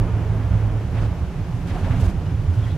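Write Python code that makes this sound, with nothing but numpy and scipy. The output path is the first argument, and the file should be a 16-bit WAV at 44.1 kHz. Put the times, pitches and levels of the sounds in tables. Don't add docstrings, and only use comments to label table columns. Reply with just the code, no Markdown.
import sys
import numpy as np
from scipy import signal
from scipy.fft import rfft, irfft
from scipy.io import wavfile
from scipy.ndimage import uniform_filter1d

SR = 44100
rng = np.random.default_rng(int(sys.argv[2]) if len(sys.argv) > 2 else 0)


def ratio(d):
    e = np.asarray(d, float) / 20
    return 10 ** e


def transcribe(u):
    v = np.clip(np.atleast_2d(u).T, -1, 1)
    q = np.round(v * 32767).astype(np.int16)
    wavfile.write(sys.argv[1], SR, q)


N = 122157
T = np.arange(N) / SR
F = np.maximum(np.fft.rfftfreq(N, 1 / SR), 1)


def along(table, col):
    hz = [row[0] for row in table]
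    return np.interp(np.log(F), np.log(hz), [row[col] for row in table])


def unit(x):
    return x / np.sqrt(np.mean(x ** 2))


def walk(rate_hz):
    k = int(SR / rate_hz)
    steps = np.repeat(rng.standard_normal(N // k + 1), k)
    smooth = uniform_filter1d(uniform_filter1d(steps, k), k)
    return unit(smooth[:N])


def swell(middle_s, length_s):
    return np.exp(-(2 * (T - middle_s) / length_s) ** 2)


def bell(hz, width_hz):
    return 1 / (1 + ((F - hz ** 2 / F) / width_hz) ** 2)


def pair(gain):
    # f/Hz, likeness (0-1), left minus right/dB
    microphones = [(30, .97, -5.5), (80, .96, -3.9), (250, .97, -2.3), (600, .95, -2.1), (1400, .82, -1.3),
                   (2800, .57, .1), (5600, .36, 0), (10000, .03, 0)]
    like = np.clip(along(microphones, 1), 0, 1)
    mid, side = rfft(rng.standard_normal((2, N)))
    sign = np.array([[1], [-1]])
    both = np.sqrt(1 + like) * mid + sign * np.sqrt(1 - like) * side
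    both = both * ratio(sign * along(microphones, 2) / 2)
    top_hz = 15700
    return unit(irfft(both * gain * (F < top_hz), N))


def bass_pan():
    return ratio(np.array([[-1.9], [1.9]]))


def banded(table, shared_db, own_db):
    out = 0
    shared = walk(11.96)
    for octave in range(6, 15):
        overlap = np.clip(1 - np.abs(np.log2(F) - octave), 0, 1) ** .5
        band = overlap * ratio(along(table, 1))
        strength = np.sqrt(np.mean(band ** 2))
        out = out + pair(band) * strength * ratio(shared_db * shared + own_db * walk(12.47))
    return unit(out)


def rings(table, length_s):
    out = np.zeros(N)
    for (s, db, hz), turn in zip(table, rng.random(len(table))):
        out += ratio(db) * swell(s, length_s) * np.sin(2 * np.pi * (hz * (T - s) + turn))
    return out


def air_hiss():
    # f/Hz, level per Hz/dB
    colour = [(600, -29), (1500, -1), (3200, -3.5), (4000, -7.5), (6600, -10.5), (7600, -14.5),
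              (11500, -18), (15600, -26)]
    return ratio(-51) * banded(colour, shared_db=.25, own_db=.35)


def wheel_load_db():
    # t/s, level/dB
    load = [(0, -36.5), (.3, -38), (.45, -39), (.55, -38), (.9, -39.5), (.98, -37), (1.1, -39.5),
            (1.3, -43), (1.65, -41), (1.76, -36), (1.83, -37), (1.95, -36.5), (2.08, -36), (2.14, -41),
            (2.45, -42.5), (2.63, -40.5), (2.77, -42)]
    db = np.interp(T, [row[0] for row in load], [row[1] for row in load])
    return db - db.mean()


def rolling_roar(load_db):
    # f/Hz, level per Hz/dB
    colour = [(120, -19), (200, -3.5), (400, -0.5), (800, -3.5), (1500, -12), (3000, -23), (4000, -40),
              (8000, -57)]
    return ratio(-38.5 + load_db) * banded(colour, shared_db=.5, own_db=.6)


def car_body(load_db):
    # f/Hz, width/Hz, level/dB
    modes = [(34.4, 9.1, -33), (48, 15, -40), (62.2, 19.4, -34), (80, 26, -30), (118, 19.3, -33),
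             (149.3, 19, -39), (169.5, 12.4, -43), (193.3, 24, -42.5), (255, 18, -45), (289, 38, -45),
             (364, 36, -48.5), (433.4, 14, -55)]
    follows_load, skirt = 0.4, 0.79
    low_cut = np.clip(F / 31, 0, 1) ** 4
    out = 0
    for hz, width_hz, db in modes:
        level_db = db + follows_load * load_db + 1.35 * walk(14)
        out = out + ratio(level_db) * pair(bell(hz, width_hz) ** skirt * low_cut)
    return out


def squeaks():
    # t/s, level/dB, f/Hz, length/s, width/Hz
    rubs = [
        (1.02, -56, 5000, .008, 3000),
        (2.642, -53, 3350, .024, 250),
        (2.675, -48.5, 1950, .03, 300),
        (2.715, -54, 3800, .05, 800),
        (1.77, -39, 800, .05, 500),
        (1.92, -42, 1300, .03, 900),
        (1.875, -39, 750, .04, 450),
        (2.71, -55, 3350, .06, 200),
        (2.55, -51, 1450, .05, 100),
    ]
    out = 0
    for s, db, hz, length_s, width_hz in rubs:
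        out = out + ratio(db) * swell(s, length_s) * pair(bell(hz, width_hz))
    return out


def fitting_taps():
    # t/s, peak level/dB, f/Hz
    taps = [(.015, -33, 386), (.042, -37, 530), (.063, -33, 332), (.102, -36, 444), (.141, -37, 594),
            (.263, -32.5, 420), (.332, -34, 390), (.518, -38, 640), (.979, -36, 540), (1.02, -59, 6150),
            (1.76, -32.5, 733), (1.769, -37, 361), (1.79, -34, 396), (1.787, -39, 700), (1.865, -40, 940),
            (1.868, -36, 546), (1.88, -35, 645), (1.886, -42, 950), (1.94, -36, 430), (1.943, -33.5, 674),
            (1.955, -37, 850), (2.02, -33.5, 427), (2.044, -36, 645), (2.098, -31, 343), (2.268, -49, 2930),
            (2.268, -57, 3710), (2.636, -49, 3384), (2.65, -50, 3240), (2.667, -56, 3280),
            (2.72, -55, 3250), (2.73, -38, 316)]
    return rings(taps, length_s=.02)


def scrape_burst(start_s, length_s):
    rise = np.clip((T - start_s) / .01, 0, 1)
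    tail = np.exp(-np.maximum(T - start_s - length_s, 0) / .014)
    return rise * tail


def cable_scrapes():
    # f/Hz, level per Hz/dB
    colour = [(350, -24), (800, -4.5), (1600, -2), (3200, -7), (5000, -12.5), (8700, -18.5), (12000, -25),
              (15600, -36)]
    # start t/s, length/s, level/dB, top f/Hz
    dull = [(0.388, .04, -46.5, 2500), (0.517, 0.12, -50.5, 2490), (0.94, 0.057, -43.5, 4500),
            (0.946, 0.1, -49.5, 1500), (1.013, 0.053, -49.5, 7500), (1.671, .045, -43, 6000),
            (1.731, 0.33, -49.5, 6000), (1.756, 0.04, -50, 1200), (1.823, 0.043, -43, 4000),
            (1.9, 0.059, -43.5, 3500), (2.253, 0.012, -48, 8000), (2.288, .015, -48, 5000),
            (2.602, 0.17, -56, 5000)]
    # start t/s, length/s, level/dB, brightness/dB per octave
    bright = [
        (.94, 0.12, -56, 2.5),
        (1.664, .04, -51, 4),
        (1.709, 0.03, -49.5, 1),
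        (1.726, 0.34, -54, 4),
        (1.993, 0.021, -46, 4.5),
        (2.031, 0.031, -45, 3.5),
        (2.074, 0.029, -47, 4),
        (2.525, .035, -55, 4),
        (2.57, 0.11, -54.5, 1.5),
    ]
    out = 0
    for s, length_s, db, top_hz in dull:
        gain = ratio(along(colour, 1)) / (1 + (F / top_hz) ** 4)
        out = out + scrape_burst(s, length_s) * ratio(db) * pair(gain)
    for s, length_s, db, tilt_db in bright:
        gain = ratio(along(colour, 1) + tilt_db * np.log2(F / 3000))
        out = out + scrape_burst(s, length_s) * ratio(db) * pair(gain)
    grit_db = 1.3 * walk(70)
    return out * ratio(grit_db)


def floor_panel():
    # t/s, peak level/dB, length/s
    hum_swells = [(0.02, -15.5, 0.083), (0.082, -20.5, 0.066), (0.161, -15, 0.08), (0.245, -22, 0.054),
                  (0.313, -19, 0.077), (0.381, -17.5, 0.056), (0.452, -18, 0.071), (0.56, -13, 0.061),
                  (.657, -15, 0.095), (0.782, -20, 0.088), (0.98, -18.5, 0.072), (1.056, -17.5, 0.077),
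                  (2.39, -16, 0.045), (2.589, -10.5, 0.034), (2.672, -19.5, 0.047)]
    # t/s, peak level/dB, f/Hz
    high_rings = [(.049, -26.5, 172), (.12, -32, 172.4), (.203, -24.5, 155), (.307, -26, 158),
                  (.363, -29.5, 166), (.545, -22.5, 167.5), (0.804, -34, 148), (1.369, -25.5, 139.3),
                  (1.676, -29, 173.5), (1.774, -25.5, 161), (1.816, -25, 174), (1.9, -24.5, 146),
                  (1.97, -26.5, 179), (2.067, -30, 186), (2.144, -26, 171), (2.2, -27, 158),
                  (2.27, -26, 154), (2.437, -21.5, 144), (2.745, -22, 150)]
    hz = 107.8 * (1 + .006 * walk(9.5))
    roughness = ratio(.5 * walk(23))
    loudness = sum(ratio(db) * swell(s, length_s) for s, db, length_s in hum_swells)
    hum = roughness * loudness * np.cos(2 * np.pi * np.cumsum(hz) / SR)
    murmur = ratio(-38) * pair(bell(168.3, width_hz=8.4))
    return (hum + rings(high_rings, length_s=0.05)) * bass_pan() + murmur


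def wheel_jolts():
    # t/s, level/dB, f/Hz, length/s
    blows = [(0.016, -21, 38, .07), (0.131, -18, 71, 0.031), (0.222, -24, 83, 0.062),
             (0.517, -11.5, 80, 0.014), (0.599, -22, 43, .07), (0.708, -19.5, 46, .07),
             (0.849, -29, 115, 0.085), (.86, -23, 78, .05), (0.928, -23, 83, 0.038),
             (1.022, -19, 48, 0.056), (1.03, -20.5, 155, 0.021), (1.121, -15.5, 77, 0.019),
             (1.23, -17.5, 75.4, 0.037), (1.43, -19, 98, 0.06), (1.55, -22, 115, 0.056),
             (1.648, -25, 116, .05), (1.752, -18, 46, 0.038), (1.989, -19, 126, 0.044),
             (1.724, -14, 92, 0.03), (1.84, -18, 95, 0.057), (1.911, -10.5, 96, 0.022),
             (1.961, -14.5, 101, 0.03), (2.037, -10.5, 87, 0.028), (2.079, -11.5, 81, 0.027),
             (1.5, -24, 166, 0.044), (1.602, -35, 274, 0.057), (1.941, -31, 255, 0.07),
             (2.02, -30, 250, .05), (2.11, -28, 193.5, 0.049), (2.189, -15.5, 80, 0.022),
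             (2.276, -18.5, 94, 0.062), (2.333, -21, 119.3, 0.051), (2.344, -17.5, 73, 0.041),
             (2.442, -22, 69, 0.04), (2.495, -13, 92, 0.044), (2.533, -18.5, 88, 0.036),
             (2.058, -19, 52, 0.12), (2.63, -15, 82, 0.03), (2.734, -13.5, 88, 0.037)]
    out = np.zeros(N)
    for (s, db, hz, length_s), turn in zip(blows, rng.random(len(blows))):
        out += ratio(db) * swell(s, length_s) * np.sin(2 * np.pi * (hz * (T - s) + turn))
    return out * bass_pan()


def scene():
    load_db = wheel_load_db()
    background = air_hiss() + rolling_roar(load_db) + car_body(load_db)
    details = squeaks() + fitting_taps() + cable_scrapes()
    return background + details + floor_panel() + wheel_jolts()


def top_cut(x):
    return signal.sosfilt(signal.butter(12, 15710, fs=SR, output="sos"), x)


def record(dry):
    return top_cut(dry)


dry = scene()
out = record(dry)
transcribe(out)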